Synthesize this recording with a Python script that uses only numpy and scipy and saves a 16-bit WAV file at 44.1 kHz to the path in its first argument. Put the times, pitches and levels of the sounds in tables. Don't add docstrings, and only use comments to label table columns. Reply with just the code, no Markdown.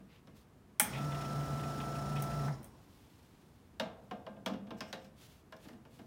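import sys
import numpy as np
from scipy import signal
from scipy.fft import rfft, irfft, next_fast_len
from scipy.io import wavfile

SR = 44100
rng = np.random.default_rng(int(sys.argv[2]) if len(sys.argv) > 2 else 0)


def log_audio(samples):
    frames = np.atleast_2d(samples).T
    limited = np.clip(frames, -1, 1)
    pcm = np.round(limited * 32767).astype(np.int16)
    wavfile.write(sys.argv[1], SR, pcm)


N = 267246
TIME_S = np.arange(N) / SR
POWER_ON_S, POWER_OFF_S = 0.80, 2.465
SHAFT_HZ, SPIN_UP_S = 28.55, 0.19
FULL_SPEED_S = POWER_ON_S + SPIN_UP_S

# multiple of the shaft rate, relative level in dB.
SHAFT_ORDERS = [(2, -14.5), (3, -22), (4, -21), (7, -12.5), (8, -13.5), (9, -21.5), (10, -18), (11, -18.5),
                (12, -20), (14, -20), (15, -19.5), (16, -26), (17, -28), (18, -18), (20, -18), (21, -20),
                (22, -24), (23, -15.5), (24, -10.5), (25, -17), (26, -17), (27, -24.5), (28, -24.5),
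                (30, -19.5), (32, -29.5), (34, -26)]
# time in seconds, level at full speed in dB.
BOOM_ENVELOPE = [(0.98, -37.5), (1.15, -42), (1.48, -40.5), (1.78, -46.5), (2.1, -39), (2.27, -41),
                 (2.52, -38)]
# frequency in Hz, level in dB.
MOTOR_TONES = [(120, -54), (1209.7, -59), (1329.7, -48)]

# start in seconds, resonance of the struck spot in Hz, strength in dB,
# treble tilt in dB per octave, extra thud in dB.
SWITCH_HITS = [(0.7975, 8800, -38.5, 2.5, -12.5), (0.8006, 2202, -46, -0.5, -3), (0.813, 850, -47, -3, 4),
               (2.2228, 6340, -67.5, 4.5, -8), (2.479, 2040, -49, -11, -6), (2.630, 12000, -81, 3.5, -3.5),
               (2.6435, 8500, -83.5, 6, -6)]
PORTAFILTER_HITS = [(0.003, 183, -70, -6, 14.5), (0.272, 1103, -66.5, -3, 5.5),
                    (3.7975, 3660, -38.5, -3, -5), (4.1105, 726, -44.5, -7, -3),
                    (4.265, 535, -48, -7.5, -4.5), (4.365, 406, -60.5, -9, 4.5),
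                    (4.4605, 3340, -41, -2, -1), (4.494, 202, -47.5, -20, 8), (4.535, 635, -54, -5, 7),
                    (4.669, 3400, -65, -4, 9), (4.706, 3400, -49.5, -5.3, 3.5),
                    (4.806, 5140, -48, -1.57, -4), (4.9275, 3770, -48, -1.57, -5),
                    (5.045, 1570, -73, 0.5, 12), (5.523, 1720, -54, -4, -6.5),
                    (5.565, 14000, -78.5, 1.5, -6), (5.650, 320, -63.5, -4, 8.5),
                    (5.685, 1900, -61, -2.6, 2.5), (5.731, 252, -69, -3.5, 11.5),
                    (5.851, 900, -64, -4.5, -2), (5.990, 348, -59, -5.5, 5)]
# lower edge in Hz, upper edge in Hz.
IMPACT_BANDS_HZ = [(100, 400), (400, 1500), (1500, 5000), (5000, 16000)]
# frequency in Hz, relative level in dB, T60 in seconds.
SOLENOID_MODES = [(230.5, 3.5, 0.44), (628, -5.5, 0.19), (842, -3, .27), (1740, -9, 0.3),
                  (2140, -1.5, 0.056), (2420, -4, 0.18), (3230, -23, .3), (6360, -8.5, .16),
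                  (7900, -7.5, 0.13)]
GROUP_HEAD_MODES = [(200.2, -2.5, .26), (225.8, -4.5, 0.35), (333.5, -14, .5), (442, -9.5, 0.65),
                    (469, -10.5, 1), (524.5, -7, 0.56), (638, 1, 0.27), (665, -5, .45), (726, -8.5, .5),
                    (860, -6.5, .38), (1050, -4, 0.19), (1200, -10, 0.28), (1594, -11, 0.36),
                    (1670, -16, 0.19), (2120, -12, 0.32), (2330, -11, 0.26), (2820, -13, 0.28),
                    (3560, -23, 0.51), (4740, -28, .16), (5630, -30, 0.2)]
# frequency in Hz, T60 in seconds.
KITCHEN_T60 = [(150, 1), (500, 1), (1200, 0.57), (3000, 0.33), (7000, 0.27), (14000, 0.15)]

# start in seconds, length in seconds, level in dB.
SPIT_BURSTS = [(0.925, 0.13, -47), (1.146, 0.023, -45.5), (1.205, 0.058, -53), (1.636, 0.017, -48),
               (1.80, 0.039, -48), (2.155, 0.069, -48.5)]
SQUIRT_BURSTS = [(2.524, 0.04, -58.5)]
SCRAPE_BURSTS = [(4.76, 0.052, -63), (4.83, 0.12, -64), (4.95, 0.17, -69.5)]
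SLEEVE_BURSTS = [(0.34, 0.12, -66), (2.6, 1.42, -70), (3.9, 0.53, -79), (5.15, 0.3, -61), (5.58, 0.22, -65),
                 (5.88, 0.27, -68.5)]
RUSTLE_BURSTS = [(0.07, .15, -65.5)]

# frequency in Hz, width in Hz, lift in dB.
PIPE_RESONANCES = [(1960, 43, 6), (4060, 27, 7.5), (4980, 120, 4.5), (5410, 110, 9), (5630, 70, 6),
                   (5950, 110, 5), (6580, 200, 5.5), (7070, 80, 8), (9460, 360, 7), (10870, 300, 4.5),
                   (15200, 140, 5)]
GLASS_RESONANCES = [(1940, 110, 6), (2524, 67, 11), (3450, 440, 4)]
VALVE_RESONANCES = [(2110, 100, 4.5), (3310, 250, 6.5), (6360, 220, 5), (8310, 240, 7), (9340, 240, 6.5),
                    (10400, 200, 6), (11950, 320, 5.5), (14200, 220, 6), (14900, 410, 11), (15480, 220, 8)]
BRASS_RESONANCES = [(1570, 22, 4), (1786, 54, 3), (2270, 54, 2), (2565, 110, 8.5), (2890, 220, 10),
                    (3250, 600, 7), (3830, 240, 3), (4940, 67, -5), (5220, 180, 6.5), (5700, 110, 4),
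                    (5860, 88, 0), (6300, 200, -1.5), (8370, 220, 5), (11500, 710, 5.5)]

# frequency in Hz, relative spectral density in dB.
RUMBLE_SPECTRUM = [(25, -40), (42, -25.5), (60, 1.5), (80, 1), (105, -6), (150, 2.5), (200, 2.5), (300, -3),
                   (480, -9), (680, -11), (1000, -10.5), (1500, -27.5), (2500, -55)]
HISS_SPECTRUM = [(600, -5.5), (1400, 6), (2200, -3.5), (3400, -4.5), (4400, -6.5), (5400, -6), (6300, -10),
                 (8800, -11), (10100, -15.5), (13000, -15.5), (16000, -14.5)]
SPLASH_SPECTRUM = [(800, -2), (2000, 2), (2600, 0.5), (3500, -0.5), (4500, -16), (9000, -54)]
SQUIRT_SPECTRUM = [(3000, -25), (4700, -12), (5100, 6), (6100, -6), (7200, -12), (10000, -32)]
VALVE_SPECTRUM = [(59, -49), (100, -18.5), (219, 2.5), (358, -23), (872, -7.5), (1130, -12.5), (1680, -8.5),
                  (2320, -4.5), (2520, -12.5), (3320, -11.5), (4470, -23), (6150, -11.5), (7450, -18),
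                  (8280, -7.5), (16000, -10)]
GROUP_HEAD_SPECTRUM = [(60, -43), (100, -12.5), (160, -10.5), (205, 1.5), (370, -18), (630, -10),
                       (850, -14.5), (2000, -21), (3800, -27.5), (6500, -40.5), (9500, -50.5), (15500, -51)]
SCRAPE_SPECTRUM = [(700, -1), (1600, -2), (3500, -15), (5500, -1.5), (7200, -9), (8400, -8), (9500, -19),
                   (16000, -13)]
CLOTH_SPECTRUM = [(500, 3), (1500, 3.5), (3500, 7), (7000, 0), (16000, -3)]
RUSTLE_SPECTRUM = [(800, -9), (2700, 2), (4500, -6), (8000, -20)]
AIR_SPECTRUM = [(15, -33), (25, -15), (70, 0.5), (166, -0.5), (242, -3.5), (560, -15), (607, -15.5),
                (677, -16), (840, -16.5), (1230, -20.5), (2050, -26.5), (2610, -28.5), (4030, -33),
                (14800, -39), (16000, -40.5)]


def pump(boom_order=5, flutter=0.33, pressure_db_per_s=2.5):
    speed, flow = shaft_speed(), water_flow()
    turns = np.cumsum(SHAFT_HZ * speed * (1 + 0.0012 * drift(12))) / SR
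    slip = 1 - speed
    boom_db = np.interp(TIME_S, *np.transpose(BOOM_ENVELOPE)) + 2.5 * drift(25.9) - 150 * slip
    boom = amp(boom_db) * np.sin(2 * np.pi * (boom_order * turns + 0.1 * drift(23)))
    buzz = np.zeros(N)
    for order, db in SHAFT_ORDERS:
        vane_load = 1 + flutter * drift(18)
        buzz += amp(db) * vane_load * np.sin(2 * np.pi * (order * turns + rng.random()))
    back_pressure_db = pressure_db_per_s * (np.clip(TIME_S, POWER_ON_S, POWER_OFF_S) - POWER_ON_S)
    buzz *= flow * amp(-45 + back_pressure_db - 40 * slip)
    rumble = amp(-46) * speed * np.sqrt(flow) * noise(RUMBLE_SPECTRUM, N)
    return np.sqrt(2) * (boom + buzz) + rumble


def shaft_speed(half_speed_s=0.39):
    to_go = 1 - np.clip((TIME_S - POWER_ON_S) / SPIN_UP_S, 0, 1)
    off_s = np.maximum(TIME_S - POWER_OFF_S, 0)
    return (1 - to_go ** 2) / (1 + (off_s / half_speed_s) ** 2)


def motor_whine(rise_s=0.046, t60_s=0.28, waver=0.055):
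    onset = np.clip(1 + (TIME_S - FULL_SPEED_S) / rise_s, 0, 1)
    decay = amp(-60 * np.maximum(TIME_S - POWER_OFF_S, 0) / t60_s)
    tones = sum(amp(db) * (1 + waver * drift(11.9)) * np.sin(2 * np.pi * (hz * TIME_S + rng.random()))
                for hz, db in MOTOR_TONES)
    return onset * decay * np.sqrt(2) * tones


def water_flow(open_s=0.06, drain_s=0.11):
    opening = np.clip((TIME_S - POWER_ON_S) / open_s, 0, 1)
    return opening / (1 + np.maximum(TIME_S - POWER_OFF_S, 0) / drain_s) ** 2


def water_hiss(pulse_db=1.0, flicker_db=1.0):
    turns = np.cumsum(SHAFT_HZ * shaft_speed()) / SR
    level_db = -52.5 + pulse_db * np.sin(2 * np.pi * turns) + flicker_db * drift(130)
    return water_flow() * amp(level_db) * noise(HISS_SPECTRUM, N, PIPE_RESONANCES)


def water_spits(dribbles_per_s=5, dribble_s=0.028, slots=24):
    starts_s = FULL_SPEED_S + (np.arange(slots) + rng.random(slots)) / dribbles_per_s
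    levels_db = rng.normal(-52, 2, slots)
    dribbles = [(s, dribble_s, db) for s, db in zip(starts_s, levels_db) if s < POWER_OFF_S]
    return bursts(SPIT_BURSTS + dribbles, SPLASH_SPECTRUM, rise=0.08, grain_db=2, peaks=GLASS_RESONANCES)


def valve_squirt():
    return bursts(SQUIRT_BURSTS, SQUIRT_SPECTRUM, rise=0.088, grain_db=3.5, peaks=PIPE_RESONANCES)


def switch_snaps():
    def snap(spot):
        return impact(VALVE_SPECTRUM, VALVE_RESONANCES + [spot], SOLENOID_MODES,
                      modes_db=-12, crack_s=0.0045, ring_s=0.014, ring_db=-25.5, room_db=-14.5)
    return strikes(SWITCH_HITS, snap, spot_db=5, spot_q=5, ring_band_db=-1.5)


def portafilter_knocks():
    def knock(spot):
        return impact(GROUP_HEAD_SPECTRUM, BRASS_RESONANCES + [spot], GROUP_HEAD_MODES,
                      modes_db=-4, crack_s=0.0071, ring_s=0.012, ring_db=-20.5, room_db=-13)
    return strikes(PORTAFILTER_HITS, knock, spot_db=10.5, spot_q=5.8, ring_band_db=1.73)


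def strikes(hits, response, spot_db, spot_q, ring_band_db, gain_db=-1):
    centres_hz = np.sqrt(np.prod(IMPACT_BANDS_HZ, axis=1))
    octaves_above_body = np.maximum(np.log2(centres_hz / centres_hz[1]), 0)
    out = np.zeros(N)
    for start_s, spot_hz, strength_db, tilt_db_per_oct, thud_db in hits:
        sound = response((spot_hz, spot_hz / spot_q, spot_db))
        levels_db = strength_db + tilt_db_per_oct * octaves_above_body + [thud_db, 0, ring_band_db, 0]
        for db, edges_hz in zip(levels_db, IMPACT_BANDS_HZ):
            band = signal.sosfilt(signal.butter(3, edges_hz, "band", fs=SR, output="sos"), sound)
            attack_rms = np.std(band[:SR // 14])
            add(out, start_s, amp(db) * band / attack_rms)
    return amp(gain_db) * out


def impact(spectrum, peaks, modes, modes_db, crack_s, ring_s, ring_db, room_db):
    t = np.arange(2 ** 15) / SR
    bins_hz = np.fft.rfftfreq(len(t), 1 / SR)
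    bins = np.exp(2j * np.pi * rng.random(len(bins_hz))) * amp(log_interp(spectrum, bins_hz))
    centres_hz = np.geomspace(100, 16000, 9)
    clatter = np.zeros(len(t))
    for hz, weights in zip(centres_hz, np.eye(len(centres_hz))):
        band = irfft(bins * np.interp(bins_hz, centres_hz, weights))
        onset = 1 - np.exp(-t * hz / 1.7)
        stretch = (2000 / hz) ** 0.71
        crack = np.exp(-t / (crack_s * stretch))
        ring = amp(ring_db) * np.exp(-t / ring_s)
        tail = amp(room_db - 60 * t / log_interp(KITCHEN_T60, hz))
        clatter += band * unit_rms((crack + ring + tail) * onset)
    clatter += sum((amp(db) - 1) * signal.lfilter(*signal.iirpeak(hz, 2 * hz / width_hz, SR), clatter)
                   for hz, width_hz, db in peaks)
    tones = np.zeros(len(t))
    for hz, db, t60_s in modes:
        contact_db = rng.normal(0, 3.5)
        envelope = amp(db + contact_db - 60 * t / t60_s) * (1 - np.exp(-t * hz))
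        tones += envelope * np.sin(2 * np.pi * (hz * t + rng.random()))
    return unit_rms(clatter) + amp(modes_db) * unit_rms(tones)


def gasket_scrape():
    return bursts(SCRAPE_BURSTS, SCRAPE_SPECTRUM, rise=0.5, grain_db=-0.5, peaks=BRASS_RESONANCES)


def sleeve():
    brushing = bursts(SLEEVE_BURSTS, CLOTH_SPECTRUM, rise=0.25, grain_db=1.5)
    rustle = bursts(RUSTLE_BURSTS, RUSTLE_SPECTRUM, rise=0.42, grain_db=3)
    return brushing + rustle


def room_air(level_db=-61):
    return amp(level_db) * noise(AIR_SPECTRUM, N)


def bursts(rows, spectrum, rise, grain_db, peaks=()):
    out = np.zeros(N)
    for start_s, length_s, db in rows:
        progress = np.linspace(0, 1, int(length_s * SR))
        swell = np.interp(progress, [0, rise, 1], [0, 1, 0])
        add(out, start_s, amp(db) * swell * noise(spectrum, len(swell), peaks))
    return out * amp(grain_db * drift(160))


def noise(spectrum, samples, peaks=()):
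    n = next_fast_len(samples)
    bins_hz = np.fft.rfftfreq(n, 1 / SR)
    lift_db = sum(db / (1 + (2 * (bins_hz - hz) / width_hz) ** 2) for hz, width_hz, db in peaks)
    gain = amp(log_interp(spectrum, bins_hz) + lift_db)
    return unit_rms(irfft(rfft(rng.standard_normal(n)) * gain, n)[:samples])


def drift(rate_hz):
    return np.interp(TIME_S * rate_hz, np.arange(1024), rng.standard_normal(1024))


def log_interp(points, hz):
    points_hz, values = np.transpose(points)
    return np.interp(np.log(hz + 1), np.log(points_hz + 1), values)


def amp(db):
    return 10 ** (np.asarray(db) / 20)


def unit_rms(x):
    return x / np.sqrt(np.mean(x ** 2) + 1e-20)


def add(mix, start_s, sound):
    part = mix[round(start_s * SR):][:len(sound)]
    part += sound[:len(part)]


def scene():
    splashes = water_spits() + valve_squirt()
    friction = gasket_scrape() + sleeve()
    machine = switch_snaps() + pump() + motor_whine() + water_hiss()
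    return (splashes + friction + machine + portafilter_knocks() + room_air())[None]


def record(dry, cutoff_hz=15950):
    lowpass = signal.firwin(401, cutoff_hz, window=("kaiser", 9), fs=SR)
    return signal.oaconvolve(dry, lowpass[None], "same")


dry = scene()
out = record(dry)
log_audio(out)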